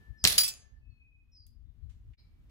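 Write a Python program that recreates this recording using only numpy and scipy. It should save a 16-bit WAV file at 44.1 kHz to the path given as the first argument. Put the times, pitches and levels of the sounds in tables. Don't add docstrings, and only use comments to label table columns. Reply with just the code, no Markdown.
import sys
import numpy as np
from scipy import signal
from scipy.fft import rfft, irfft, next_fast_len
from scipy.io import wavfile
from scipy.ndimage import uniform_filter1d, map_coordinates

SR = 44100
rng = np.random.default_rng(int(sys.argv[2]) if len(sys.argv) > 2 else 0)


def to_linear_factor(level_db):
    exponent = np.asarray(level_db, float) / 20
    return 10 ** exponent


def digitize_waveform(pressure):
    field = np.atleast_2d(pressure).T
    bounded = np.clip(field, -1, 1)
    quanta = np.round(bounded * 32767).astype(np.int16)
    wavfile.write(sys.argv[1], SR, quanta)


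N = 110250
T = np.arange(N) / SR
CRACK_S = 0.0048


def unit(x):
    return x / np.sqrt(np.mean(x ** 2) + 1e-20)


def along(points, hz):
    f, v = np.transpose(points)
    return np.interp(np.log(hz + 1), np.log(f + 1), v)


def wobble(rate_hz, channels=1):
    knots = rng.standard_normal((channels, 400))
    return np.array([map_coordinates(k, [T * rate_hz]) for k in knots])


def blur(width_hz, shape, size):
    position = np.arange(size) * width_hz / SR
    i = position.astype(int)
    part = position - i
    knots = rng.standard_normal((*shape, 1500, 2)) @ [1, 1j] / np.sqrt(2)
    return knots[..., i] * (1 - part) + knots[..., i + 1] * part


def filtered(x, response):
    m = next_fast_len(x.shape[-1] + 8192)
    spectrum = rfft(x, m) * response(np.fft.rfftfreq(m, 1 / SR))
    return irfft(spectrum, m)[..., :x.shape[-1]]


def hiss(spectrum, alike, size=N):
    a, b = filtered(rng.standard_normal((2, size)), lambda hz: to_linear_factor(along(spectrum, hz)))
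    turn = np.arccos(np.clip(alike, -1, 1)) / 2
    shared, apart = np.cos(turn) * a, np.sin(turn) * b
    return unit(np.array([shared + apart, shared - apart]))


def add(track, start_s, sound, pan_db=0):
    part = track[:, round(start_s * SR):][:, :sound.shape[1]]
    part += sound[:, :part.shape[1]] * to_linear_factor([[pan_db / 2], [-pan_db / 2]])


def burst(hz, width_hz, t60_s, snap=0):
    t = np.arange(SR // 4) / SR
    push = to_linear_factor(-60 * t / t60_s) * rng.standard_normal((2, len(t))) + snap * (t == 0)
    x = filtered(push, lambda f: (1j * f * width_hz / (hz * hz - f * f + 1j * f * width_hz)) ** 2)
    return x / np.abs(x).max(axis=1, keepdims=True)


# start_s, level_db, pan_db
BUFFETS = [(0.0, -54, 3.5), (0.051, -64.5, -3), (0.102, -50, 28.5), (0.212, -72.5, 15), (0.24, -40.5, -2.5),
           (0.49, -60, 5), (0.67, -68, 24), (0.721, -56.5, -21.5), (0.91, -54, 22), (0.96, -62.5, 6.5),
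           (1.34, -62.5, 6), (1.698, -54, 21), (1.74, -64, 11), (1.84, -52, 28), (2.0, -52.5, -1.5),
           (2.109, -48, 9), (2.18, -58.5, 0), (2.5, -54.5, -0.5)]
# hz, level_db
RUMBLE = [(12, -41), (20, 0.5), (70, 4), (114, -8), (200, -31), (232, -28), (500, -52.5), (650, -72.5),
          (1100, -120)]
# hz, level_db
AIR = [(88, -28.5), (150, 0), (586, -24), (2200, -28), (2480, -29), (2900, -28), (7480, -41), (14900, -39),
       (16800, -48.5)]
# time_s, level_db
AIR_LEVEL = [(0, -68), (.7, -77.5), (1.2, -81.5), (1.9, -73), (2.5, -71)]


def wind():
    s, level_db, pan_db = np.transpose(BUFFETS)
    buffet = hiss(RUMBLE, 0.45)
    power = np.abs(uniform_filter1d(buffet ** 2, 4000, axis=1))
    buffet = buffet / np.sqrt(power + 0.05)
    gust_db = 1.4 + np.interp(T, s, level_db) + np.interp(T, s, pan_db) * [[0.5], [-0.5]]
    air_db = np.interp(T, *np.transpose(AIR_LEVEL)) + 1.6 * wobble(8.3)
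    return to_linear_factor(gust_db) * buffet + to_linear_factor(air_db) * hiss(AIR, 0.24)


# hz, level_db
DRONE = [(230, -85), (295, -92)]


def drone():
    out = np.zeros(N)
    for hz, level_db in DRONE:
        sway = 1 + 1.1 * blur(23, (), N)
        out += to_linear_factor(level_db) * np.imag(sway * np.exp(2j * np.pi * hz * T))
    return out


# start_s, level_db, centre_hz, width_hz, t60_s
TICKS = [
    (1.4666, -48, 11530, 1795, 0.0065),
    (1.466, -60, 15200, 900, 0.0044),
    (1.466, -57, 7200, 2500, 0.0055),
    (1.467, -60, 4400, 5000, 0.054),
    (1.474, -70, 7060, 3000, 0.073),
    (1.894, -72.5, 6600, 3010, 0.4),
    (1.897, -62.5, 2400, 4800, 0.25),
    (2.134, -58, 2250, 1500, 0.15),
    (2.496, -62.5, 1497, 5000, 0.055),
]


def ticks():
    out = np.zeros((2, N))
    for start_s, level_db, hz, width_hz, t60_s in TICKS:
        add(out, start_s, to_linear_factor(level_db) * burst(hz, width_hz, t60_s))
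    return out


def sing(notes, width_hz, breath, attack_s):
    out = np.zeros(N)
    for start_s, length_s, start_hz, end_hz, level_db in notes:
        u = (T - start_s) / length_s
        rise = np.clip(u * length_s / attack_s, 0, 1)
        fall = np.clip((1 - u) * length_s / 0.041, 0, 1)
        pitch_hz = end_hz + (start_hz - end_hz) * (1 - np.clip(u, 0, 1)) ** 2
        tone = np.exp(2j * np.pi * np.cumsum(pitch_hz) / SR)
        out += to_linear_factor(level_db) * rise * fall * np.imag((1 + breath * blur(width_hz, (), N)) * tone)
    return out


# start_s, length_s, start_hz, end_hz, level_db
WHISTLES = [(-.1, 0.23, 1775, 1748, -66.5), (.12, 0.088, 1760, 1756, -67), (.58, 0.21, 1737, 1754, -76.5),
            (0.8, 0.22, 2620, 2547, -76.5), (.99, 0.14, 2510, 2517, -66), (1.11, 0.15, 2507, 2516, -71),
            (0.761, 0.048, 4507, 4500, -86.5), (0.888, 0.091, 4423, 4250, -83.5),
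            (2.132, 0.071, 2400, 2229, -72.5), (2.21, 0.26, 2327, 2300, -90.5),
            (1.82, 0.072, 4050, 4154, -86.5)]
# start_s, length_s, start_hz, end_hz, level_db
GLIDES = [
    (.17, 0.11, 5324, 4786, -57.5),
    (1.315, 0.12, 5294, 4864, -60.5),
]
# start_s, length_s, start_hz, end_hz, level_db
CHIRPS = [
    (1.65, .08, 3670, 3610, -96),
    (.17, 0.16, 5570, 5446, -84.5),
    (1.315, 0.078, 5710, 5380, -80),
    (1.4, 0.064, 4836, 4470, -79),
    (2.175, 0.047, 5130, 4950, -75),
    (2.175, 0.045, 3964, 4180, -72.5),
    (2.176, 0.054, 4560, 4390, -78),
]


def birds():
    far = sing(WHISTLES, 77, 0.88, 0.021) * to_linear_factor(0.5 * wobble(22))
    near = sing(GLIDES, 190, 0.6, 0.05) + sing(CHIRPS, 550, 3, 0.0084)
    return far * to_linear_factor([[1.5], [-1.5]]) + near * to_linear_factor([[0.6], [-0.6]])


# hz, t60_s
GARDEN = [(100, .7), (600, .75), (2500, 0.46), (6000, 0.31), (14000, 0.2)]


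def garden(x):
    wall_s = 0.0079
    hz, t, z = signal.stft(rng.standard_normal((2, SR)), SR, nperseg=256)
    decay = to_linear_factor(-60 * t / along(GARDEN, hz)[:, None])
    tail = signal.istft(z * decay, SR, nperseg=256)[1]
    tail = np.pad(tail / np.linalg.norm(tail[0]), ((0, 0), (round(wall_s * SR), 0)))
    return signal.fftconvolve(x, tail, axes=1)[:, :N]


# start_s, pitch_hz, level_db, t60_s
LEGS = [
    (.385, 6430, -47.5, .3),
    (.444, 6460, -47.5, 0.61),
    (.478, 7000, -44, 0.28),
    (.49, 8048, -50.5, 0.26),
    (.45, 2600, -40.5, 0.23),
    (0.41, 3300, -44, .25),
    (.433, 13740, -39.5, .2),
]


def legs():
    out, t = np.zeros((2, N)), np.arange(SR // 2) / SR
    still_s, rise_s = 0.33, 0.0059
    for start_s, hz, level_db, t60_s in LEGS:
        sway = 1 + 0.4 * blur(60, (2,), len(t))
        tone = sway * np.exp(2j * np.pi * (hz * t + rng.random((2, 1))))
        decay = to_linear_factor(level_db - 60 * t / t60_s - 20 * (t / still_s) ** 4)
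        add(out, start_s, decay * (1 - np.exp(-t / rise_s)) * np.imag(tone))
    return out


# hz, level_db
SPLASH = [(180, -48.5), (300, -23.5), (2930, -13), (3360, -1.5), (8160, -12.5), (10500, -4), (15700, -15),
          (16500, -30.5)]


def splash():
    out, t = np.zeros((2, N)), np.arange(SR // 2) / SR
    flutter_db = 4.2 * wobble(130, channels=2)[:, :len(t)]
    level_db = -25 - 60 * t / 0.38 - 30 * (t / 0.25) ** 4 + flutter_db
    add(out, CLANGS[0][0], to_linear_factor(level_db) * hiss(SPLASH, 0.2, size=len(t)), -2.5)
    return out


# centre_hz, width_hz, share_lost
GAPS = [(8900, 350, .8), (12700, 600, .8), (14450, 350, .85), (11100, 300, .6)]


def gapped(x):
    def response(f):
        cuts = [1 - share * np.exp(-((f - hz) / width_hz) ** 2) for hz, width_hz, share in GAPS]
        return np.prod(cuts, axis=0)
    return filtered(x, response)


# start_s, crack_db, ring_db, pan_db
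CLANGS = [
    (0.2744, -0.5, -31, 4),
    (.38, -4.5, -17.5, -0.5),
    (0.3824, -3, -33, -6.5),
    (.405, -39.5, -25, 2.5),
    (.433, -38, -28.5, -3),
    (0.445, -46.5, -35.5, -8),
    (0.463, -39, -40, -6.5),
    (.478, -27, -34, -2.5),
    (0.488, -48, -43, -3.5),
    (0.539, -37, -71, 18),
]
# hz, level_db, t60_s
PADDLE = [(3500, -15.5, .1), (4530, -16, 0.05), (5330, -9.5, .06), (10350, -0.5, 0.45), (13440, -17, .1),
          (15200, -20, 0.16)]
# hz, level_db, t60_s
LANDING = [(3090, -15, .08), (4027, -13, .15), (4668, -9, .12), (4776, 0, .2), (5317, -8, .1),
           (7800, -13, .04), (9396, -13, .13), (10108, -12, .13), (10348, -8, .13), (10451, -2, .14),
           (11600, -18, .15), (13740, -15, .14), (15181, -8, .15), (15730, -15, .1)]
# hz, level_db, t60_s
FRAME = [(2404, -24, 0.35), (3385, -14.5, 0.16), (4700, -4, 0.122), (5281, 1.5, 0.12), (5685, -15, 0.12),
         (8048, 0, 0.14), (9620, -4, 0.104), (10300, -11, 0.31), (10300, 2.5, 0.077), (11600, -9, 0.11),
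         (13780, -1.5, 0.072), (15210, -20.5, 0.15), (15680, -16, .12)]
# hz, level_db
SIZZLE = [(180, -73), (300, -32.5), (4310, -7.5), (5500, -7.5), (8870, -13), (10300, -8), (11200, -13.5),
          (15600, -14.5), (16500, -37)]


def steel():
    out, t = np.zeros((2, N)), np.arange(SR // 3) / SR
    chatter_hz, chatter_t60_s, sizzle_db, sizzle_t60_s = 250, 0.17, 1, 0.1
    for k, (start_s, crack_db, ring_db, pan_db) in enumerate(CLANGS):
        if k == 0:
            modes, chatter_db = PADDLE, 7.5
        else:
            modes, chatter_db = (LANDING if k <= 3 else FRAME), -1
        hz, mode_db, t60_s = np.transpose(modes)[:, :, None, None]
        level_chance, phase_chance = rng.standard_normal((2, len(hz), 2, 1))
        chatter = to_linear_factor(chatter_db - 60 * t / chatter_t60_s)
        sway = 1 + chatter * blur(chatter_hz, (len(hz), 2), len(t))
        tone = np.imag(sway * np.exp(2j * np.pi * hz * t + 2j * phase_chance))
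        ring = (to_linear_factor(mode_db + 0.92 * level_chance - 60 * t / t60_s) * tone).sum(axis=0)
        ring = ring * (1 - np.exp(-t / 0.00065)) * (1 - t / t[-1])
        sizzle = to_linear_factor(sizzle_db - 60 * t / sizzle_t60_s) * gapped(hiss(SIZZLE, 0.22, size=len(t)))
        sizzle = sizzle * (1 - np.exp(-t / 0.002))
        add(out, start_s, to_linear_factor(ring_db) * (ring + sizzle), pan_db)
        add(out, start_s, to_linear_factor(crack_db) * burst(5000, 9000, CRACK_S * 2, snap=9), pan_db)
    return out


# start_s, peak_db, pan_db, centre_hz
SHOTS = [
    (0.2412, -5, 5.5, 5977),
    (.251, 1.5, -8, 3884),
]
# start_s, peak_db, pan_db, centre_hz
ECHOES = [
    (.2445, -21.5, -0.5, 5000),
    (.2538, -14, -3, 4240),
    (.2562, -16, -3.5, 4000),
    (.2655, -20, 0, 3500),
    (.2995, -20.5, -2, 3316),
]
# hz, level_db
BLAST = [(35, -31.5), (60, -2), (150, -6.5), (464, -9.5), (1100, -11.5), (2190, -8.5), (4030, -9.5),
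         (15000, -19), (16500, -42.5)]


def rifle():
    out, t = np.zeros((2, N)), np.arange(SR // 4) / SR
    valve_s, valve_db = 0.2385, -36.5
    blast_db, blast_t60_s = -23, 0.064
    thump_hz, thump_db, thump_t60_s = 90.23, -29.5, 0.054
    add(out, valve_s, to_linear_factor(valve_db) * burst(6800, 9000, 0.03))
    for start_s, peak_db, pan_db, hz in SHOTS:
        flutter_db = 2.5 * wobble(130, channels=2)[:, :len(t)]
        puff = to_linear_factor(blast_db - 60 * t / blast_t60_s + flutter_db) * hiss(BLAST, 1, size=len(t))
        push = to_linear_factor(thump_db - 60 * t / thump_t60_s) * np.sin(2 * np.pi * thump_hz * t)
        crack = to_linear_factor(peak_db) * burst(hz, 4200, CRACK_S, snap=3.1)
        add(out, start_s, crack + puff + push, pan_db)
    for start_s, peak_db, pan_db, hz in ECHOES:
        add(out, start_s, to_linear_factor(peak_db) * burst(hz, 2500, CRACK_S * 1.1, snap=1.5), pan_db)
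    return out


def scene():
    shot, metal, calls, grit = rifle(), steel() + legs() + splash(), birds(), ticks()
    out = wind() + drone()
    for source, wet_db in [(shot, -9), (metal, -19.5), (calls, -3.5), (grit, -9.5)]:
        out = out + source + to_linear_factor(wet_db) * garden(source)
    return out


def band_limit(x):
    return signal.sosfilt(signal.butter(12, 17020, fs=SR, output="sos"), x)


def record(dry):
    port_lag_s, dip_s, fade_out_s, fade_in_s = 0.00016, 2.166, 0.042, 0.03
    clip, low_hz, top_hz = 1.1, 28.5, 15850
    lag_s = port_lag_s * np.array([[0.5], [-0.5]])
    fade = np.maximum((dip_s - T) / fade_out_s, (T - dip_s) / fade_in_s)
    x = filtered(dry, lambda hz: np.exp(2j * np.pi * hz * lag_s)) * np.clip(fade, 0.05, 1) ** 1.5
    x = x / (1 + np.abs(x / clip) ** 6) ** (1 / 6)
    x = filtered(x, lambda hz: hz ** 2 / (hz ** 2 + low_hz ** 2) / (1 + (hz / top_hz) ** 120))
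    return band_limit(x)


dry = scene()
out = record(dry)
digitize_waveform(out)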